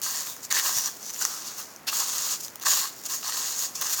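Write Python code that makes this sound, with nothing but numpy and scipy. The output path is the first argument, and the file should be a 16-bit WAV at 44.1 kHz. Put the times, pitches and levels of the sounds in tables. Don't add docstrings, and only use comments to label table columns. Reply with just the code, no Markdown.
import sys
import numpy as np
from scipy import signal
from scipy.fft import rfft, irfft
from scipy.io import wavfile

SR = 44100
rng = np.random.default_rng(int(sys.argv[2]) if len(sys.argv) > 2 else 0)


def output_pcm(signal):
    pcm = np.clip(np.atleast_2d(signal).T, -1, 1) * 32767
    wavfile.write(sys.argv[1], SR, np.round(pcm).astype(np.int16))


N = 4 * SR

# t/s, attack/s, hold/s, release/s, level/dB, change over the hold/dB, tub pressure/dB,
# rasp/dB, dust/dB, hiss centre f/Hz, favoured resonance f/Hz, its level/dB
STROKES = [ (0.015, 0.015, 0.18, 0.12, -32.5, 0, -11, -11.5, -4, 6460, 4580, -12),
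           (0.255, 0.013, 0.036, 0.088, -39, -1.5, -8.5, -19, 3, 6650, 3780, -8),
           (0.415, 0.037, 0.0045, 0.014, -36.5, -4.5, -18, -30, -5, 7000, 7400, -12),
           (0.501, 0.0065, 0.0051, 0.024, -30.5, 2.5, -10, -2, -3, 6600, 1920, -7),
           (0.523, 0.044, 0.034, 0.027, -25, -1.5, -10.5, -6, -3.5, 6470, 1840, -7),
           (0.603, 0.048, 0.022, 0.11, -26, 3, -10.5, -11, -3.5, 6500, 850, -23.5),
           (0.725, 0.039, 0.024, 0.099, -28, 0, -15, -10.5, -4, 5940, 5900, -7),
           (0.817, 0.024, 0.032, 0.047, -33, 2.5, -10.5, -11, -6, 6200, 5850, -19),
           (0.997, 0.046, 0.053, .02, -43.5, 6, -18, -19, -16, 6130, 5970, -8),
           (1.124, 0.0067, 0.094, 0.043, -44.5, 7.5, -12, -10, 0.5, 6900, 6950, -0.5),
           (1.194, 0.021, 0.0069, 0.041, -29.5, 2, -17, -14, -9, 6300, 1500, -16),
           (1.232, 0.012, 0.15, 0.11, -34, -3, -17, -12.5, -6.5, 6000, 1180, -13),
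           (1.39, 0.072, 0.027, 0.19, -40.5, 2, -18, -7.5, -6, 6200, 1080, -17),
           (1.556, 0.044, 0.013, 0.059, -35.5, -3, -13, -12.5, -1.5, 6300, 1140, -13.5),
           (1.867, 0.0095, 0.019, 0.017, -31, 0.5, -12, 0, -2, 5500, 2700, -5),
           (1.898, 0.035, 0.075, 0.065, -29.5, 3.5, -16, -8.5, -4.5, 6660, 1080, -13.5),
           (2.023, 0.014, 0.3, 0.04, -32, 3, -19, -9.5, -6.5, 6570, 1150, -17.5),
           (2.401, .005, 0.0045, 0.0099, -33.5, 1, -24, -17, -7, 6640, 5000, -20),
           (2.417, .008, 0.026, 0.032, -43, 7, -25, -20, -3, 6500, 5050, -10),
           (2.609, 0.006, 0.021, 0.057, -39, -2, -10, -4.5, -3, 7100, 6450, -5),
           (2.647, 0.012, 0.0069, 0.019, -24, 3, -6, -10, -7, 6200, 4540, -11),
           (2.664, 0.012, 0.056, 0.057, -24.5, 1, -11, -7.5, -4.5, 6600, 4930, -12),
           (2.731, 0.033, 0.086, 0.076, -26.5, -6, -9, -8, -3, 7060, 4340, -9),
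           (3.041, 0.013, 0.011, 0.013, -35, 7, -19, -16, -7, 6600, 2820, -17),
           (3.08, 0.018, 0.046, 0.058, -32.5, 3, -12, -12.5, -3.5, 6200, 6640, -18),
           (3.217, 0.036, 0.047, 0.068, -33.5, 1.5, -9, -7, -6.5, 6200, 4450, -10.5),
           (3.313, 0.031, 0.18, 0.062, -30.5, -1, -12, -10, -7.5, 6660, 4350, -14),
           (3.535, 0.027, 0.086, 0.055, -33.5, 4, -15, -12, -5.5, 6860, 6600, -4),
           (3.744, 0.012, .012, 0.24, -32, -2.5, -16, -28, -11, 6100, 2700, -17),
           (3.806, 0.0081, 0.0095, 0.016, -31.5, 1, -4, -3.5, -2, 6050, 1800, -10),
           (3.821, 0.015, 0.11, 0.012, -35, 7, -13, -10, -3, 6300, 1580, -15),
           (3.942, 0.026, .03, .04, -32.5, 5, -10.5, -14, -6.5, 6660, 1170, -13.5), ]
# tub ring/dB, rasp/dB, dust/dB
SNAPS = [(0.017, -28.5, -16, -20, 6), (.109, -24, -25, -26, -18), (.271, -35.5, -10, 8, -8),
         (0.365, -30.5, -9, -14, -10), (0.5254, -13, -8, -14, -8), (.5885, -19, -20, -20, -10),
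         (0.7285, -22, -15, -24, -5), (.768, -21, -20, -22, -10), (.8093, -22.5, -18, -11, -10),
         (.859, -17, -22, -18, -12), (1.029, -30, -23, -18, -14), (1.064, -26.5, -20, -24, -17),
         (1.0965, -30.5, -15, 3.5, -12), (1.102, -25, -12, -21, -14), (1.107, -27, -21, -12, -10),
         (1.137, -28, -24, -20, -10), (1.144, -28, -24, -22, -10), (1.162, -33, -14, 2, -5),
         (1.2224, -27, -21, -18, -16), (1.2222, -18, -20, -22, -16), (1.2511, -10, -35, -22, -22),
         (1.762, -31.5, -20, -19, -16), (2.1825, -17.5, -18, -18, -12), (2.3093, -23.5, -15, -15, -12),
         (2.406, -36, -22, -18, -8), (2.482, -29.5, -19, -4.5, -4), (2.5571, -34, -14, 0, 8),
         (2.598, -37, -11, 1, 3), (2.627, -28, -8, -21, -8), (2.636, -28.5, -3.5, -12, -8),
         (3.145, -27, -22, -20, -14), (3.230, -34, -4, 9, -10), (3.279, -22, -22, -16, -12),
         (3.323, -32, 4.5, 9.5, -10), (3.371, -32.5, 1, 9, -10), (3.5855, -26, -20, -18, -8),
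         (3.813, -22, -3, -12, 2), (3.825, -22, -6, -15, -8), (3.855, -26, -1.5, -16, -12)]
# t/s, level/dB, f/Hz
BUMPS = [(0.063, -28.5, 1070), (0.567, -19.5, 1830), (.693, -28, 950), (1.215, -27.5, 1280),
         (1.2235, -27, 1280), (1.2516, -23, 1340), (1.928, -24.5, 1180), (2.021, -31, 1064),
         (2.662, -29, 1100), (2.667, -21.5, 1740), (2.855, -31, 1090)]
# t/s, length/s, f/Hz, level/dB
SQUEAKS = [(1.944, .016, 6650, -26), (1.972, 0.028, 6630, -30), (2.009, .012, 6750, -28),
           (2.682, 0.0094, 6850, -21), (2.695, 0.023, 6850, -21.5), (3.048, .025, 6700, -33),
           (3.135, 0.071, 6560, -36), (3.924, 0.018, 6900, -23.5), (3.978, 0.026, 6780, -34)]
# t/s, level/dB
TRICKLE_FLOW = [(0, -53.5), (.4, -49.5), (.49, -51.5), (.92, -46), (1.1, -44), (1.6, -51.5), (1.722, -52),
                (1.85, -60.5), (2.4, -42.5), (2.56, -55.5), (2.9, -48.5), (3.2, -43), (3.72, -47.5),
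                (4, -43)]
# f/Hz, width/Hz, level/dB
TUB_MODES = [(655, 490, -16), (1074, 205, 4.5), (1312, 213, -4.5), (1560, 83, 0), (1880, 220, -1),
             (2773, 113, -6.5)]
# f/Hz, level/dB
HISS_SPECTRUM = [(100, -30.5), (500, -17), (2300, -22.5), (3500, -10.5), (4050, -9.5), (4400, -2),
                 (4700, -2), (5050, -1), (5850, 2), (6250, -1), (6750, 4), (7400, 1), (8500, -7.5),
                 (8900, -5.5), (10000, -10.5), (18000, -12.5)]
# f/Hz, level/dB
RASP_SPECTRUM = [(100, -28), (700, -13.5), (1500, -5), (2300, -12), (2750, -2.5), (3100, -5.5),
                 (3700, -1.5), (4400, 1), (5500, -5.5), (18000, -70)]
# f/Hz, level/dB
DUST_SPECTRUM = [(100, -53), (3000, -4), (7000, -5.5), (9000, 2.5), (10200, -2), (11500, 2.5), (13000, 2.5),
                 (14500, 7.5), (18000, 0)]
# f/Hz, level/dB
ROOM_SPECTRUM = [(25, -37), (50, -3), (80, -4), (130, -0.5), (250, 0.5), (500, -0.5), (1100, -1),
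                 (2000, -5), (3000, -11.5), (7000, -25.5), (11000, -16), (17000, -17.5)]

GRAINS_PER_S, CRUNCH_PER_S, GRIT_PER_S, TRICKLE_PER_S = 16000, 3000, 200, 5600
JERK_PER_S, JERK_DB = 90, 0.72
PATCH_JERK_PER_S, PATCH_JERK_DB = 58, 1.48
HISS_DB, HISS_PEAK_DB, GRIT_DB = -2, -5, -6
THUD_S, THUD_HZ, THUD_DECAY_S, THUD_DB = 0.766, 134, 0.0073, -39.5


def strokes():
    jerk = undb(JERK_DB * walk(JERK_PER_S)) * clumps()
    slip, slide, scrape, dust, rub = (slipping_patch(jerk) for _ in range(5))
    rub = rub * flare()
    scrape = scrape + undb(GRIT_DB) * grains(GRIT_PER_S, spread_db=1.5)
    power, resonances = np.zeros((4, N)), np.zeros(N)
    for (start, attack, hold, release, db, change_db, press_db, rasp_db, dust_db,
         hiss_hz, mode_hz, mode_db) in STROKES:
        end = start + attack + hold + 2 * np.e * release
        at = np.arange(int(start * SR), min(int(end * SR), N))
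        t = at / SR - start
        held_db = db + change_db * np.clip((t - attack) / hold, 0, 1)
        fade = np.exp(-2 * np.maximum(t - attack - hold, 0) / release)
        effort = np.clip(t / attack, 0, 1) * undb(held_db) * fade
        power[:, at] += np.outer(undb([0, press_db, rasp_db, dust_db]), effort) ** 2
        resonances[at] += undb(HISS_PEAK_DB) * resonate(slide[at] * effort, hiss_hz, width_hz=1500)
        resonances[at] += undb(mode_db) * resonate(rub[at] * effort, mode_hz, width_hz=470)
    flow, pressure, rasp_gain, dust_gain = np.sqrt(power)
    hiss = undb(HISS_DB) * colour(slip * flow, HISS_SPECTRUM)
    rasp = colour(scrape * rasp_gain, RASP_SPECTRUM)
    sizzle = colour(dust * dust_gain, DUST_SPECTRUM)
    return hiss + resonances + pressed_tub(pressure * jerk) + rasp + sizzle


def slipping_patch(jerk):
    return grains(GRAINS_PER_S, spread_db=3) * jerk * undb(PATCH_JERK_DB * walk(PATCH_JERK_PER_S))


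def clumps(per_s=110, decay_s=0.0011, power_share=0.13):
    collapses = np.abs(grains(per_s, spread_db=3))
    surge = signal.lfilter([1], [1, -np.exp(-1 / (decay_s * SR))], collapses)
    limited = unit(np.tanh(unit(surge) / 2))
    return np.sqrt(1 - power_share + power_share * limited ** 2)


def flare(per_s=45, depth_db=3):
    return unit(undb(depth_db * 2 * np.tanh(walk(per_s) / 2)))


def pressed_tub(pressure):
    crunch = grains(CRUNCH_PER_S, spread_db=2) * pressure
    weights = np.array([undb(db) * np.sqrt(width) for _, width, db in TUB_MODES])
    weights /= np.linalg.norm(weights)
    return sum((-1) ** k * weights[k] * ring(crunch * flare(), [mode])
               for k, mode in enumerate(TUB_MODES))


def snaps(tick_db=-2, note_db=-0.5):
    forces, notes = np.zeros((4, N)), np.zeros(N)
    for start, db, tub_db, rasp_db, dust_db in SNAPS:
        force = undb(db) * contact(start, decay_s=0.0011)
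        forces += np.outer(undb([0, tub_db, rasp_db, dust_db]), force)
        notes += undb(db + note_db) * ping(start, hz=6080, rise_s=0.00055)
    tick, tub, rasp, dust = forces
    return (undb(tick_db) * colour(tick, HISS_SPECTRUM) + notes + ring(tub, TUB_MODES)
            + colour(rasp, RASP_SPECTRUM) + colour(dust, DUST_SPECTRUM))


def bumps(grit_db=-1.5, knock_db=-1):
    force, knocks = np.zeros((2, N))
    for start, db, hz in BUMPS:
        force += undb(db + grit_db) * contact(start, decay_s=0.002)
        knocks += undb(db + knock_db) * ping(start, hz, rise_s=0.0009)
    return knocks + ring(force, TUB_MODES)


def squeaks(waver_depth=0.022, waver_per_s=360):
    t = np.arange(N) / SR
    waver = 1 + waver_depth * walk(waver_per_s)
    out = np.zeros(N)
    for start, length, hz, db in SQUEAKS:
        at = (t > start) & (t < start + length)
        swell = np.sin(np.pi * (t[at] - start) / length)
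        phase = 2 * np.pi * hz * np.cumsum(waver[at]) / SR
        out[at] += undb(db) * swell * np.sin(phase)
    return out * flare()


def table_thud():
    since = np.maximum(np.arange(N) / SR - THUD_S, 0)
    return undb(THUD_DB) * np.sin(2 * np.pi * THUD_HZ * since) * np.exp(-since / THUD_DECAY_S)


def trickle(dust_db=-5):
    flow_db = np.interp(np.arange(N) / SR, *np.array(TRICKLE_FLOW).T)
    fall = grains(TRICKLE_PER_S, spread_db=3.5) * undb(flow_db)
    return colour(fall, HISS_SPECTRUM) + undb(dust_db) * colour(fall, DUST_SPECTRUM)


def wall_echo(direct, delay_s=0.003, t60_s=0.083, level_db=-13):
    t = np.arange(SR // 2) / SR
    tail = rng.standard_normal(len(t)) * np.exp(-np.log(1000) * t / t60_s) * (t > delay_s)
    return undb(level_db) * convolve(direct, tail)


def room_tone(level_db=-49.5):
    return undb(level_db) * colour(rng.standard_normal(N), ROOM_SPECTRUM)


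def undb(db):
    return 10 ** (np.asarray(db) / 20)


def unit(x):
    return x / np.sqrt(np.mean(x ** 2) + 1e-18)


def walk(per_s):
    return np.interp(np.arange(N) * per_s / SR, np.arange(N), rng.standard_normal(N))


def grains(per_s, spread_db):
    hits = rng.random(N) < per_s / SR
    signs = rng.choice([-1, 1], N)
    sizes = undb(spread_db * np.minimum(rng.exponential(size=N), 6))
    return unit(hits * signs * sizes)


def place(sound, start):
    return np.pad(sound, (int(start * SR), N))[:N]


def contact(start, decay_s):
    t = np.arange(SR // 20) / SR
    return place(rng.choice([-1, 1], len(t)) * np.exp(-t / decay_s), start)


def ping(start, hz, rise_s):
    t = np.arange(SR // 20) / SR
    return place(t / rise_s * np.exp(1 - t / rise_s) * np.sin(2 * np.pi * hz * t), start)


def convolve(x, response):
    return signal.oaconvolve(x, response / np.linalg.norm(response))[:len(x)]


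def colour(x, spectrum):
    size = 4096
    hz, db = np.array(spectrum, float).T
    log_hz = np.log(np.fft.rfftfreq(size, 1 / SR) + 1)
    gain = undb(np.interp(log_hz, np.log(hz), db))
    cepstrum = irfft(np.log(gain))
    cepstrum[1:size // 2] *= 2
    cepstrum[size // 2 + 1:] = 0
    return convolve(x, irfft(np.exp(rfft(cepstrum))))


def ring(x, modes):
    t = np.arange(SR // 20) / SR
    response = np.zeros(len(t))
    for k, (hz, width, db) in enumerate(modes):
        envelope = undb(db) * width * np.exp(-np.pi * width * t)
        response += (-1) ** k * envelope * np.cos(2 * np.pi * hz * t)
    return convolve(x, response)


def resonate(x, hz, width_hz):
    b, a = signal.iirpeak(hz, hz / width_hz, fs=SR)
    return signal.lfilter(b, a, signal.lfilter(b, a, x)) * np.sqrt(2 * SR / np.pi / width_hz)


def scene():
    sand = strokes() + squeaks() + snaps() + bumps() + table_thud() + trickle()
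    return (sand + wall_echo(sand) + room_tone())[None]


def record(dry):
    low_cut_hz, top_hz = 95, 17600
    low_cut = signal.butter(2, low_cut_hz, "high", fs=SR, output="sos")
    top_cut = signal.ellip(10, 0.2, 70, top_hz, fs=SR, output="sos")
    return signal.sosfilt(top_cut, signal.sosfilt(low_cut, dry))


dry = scene()
out = record(dry)
output_pcm(out)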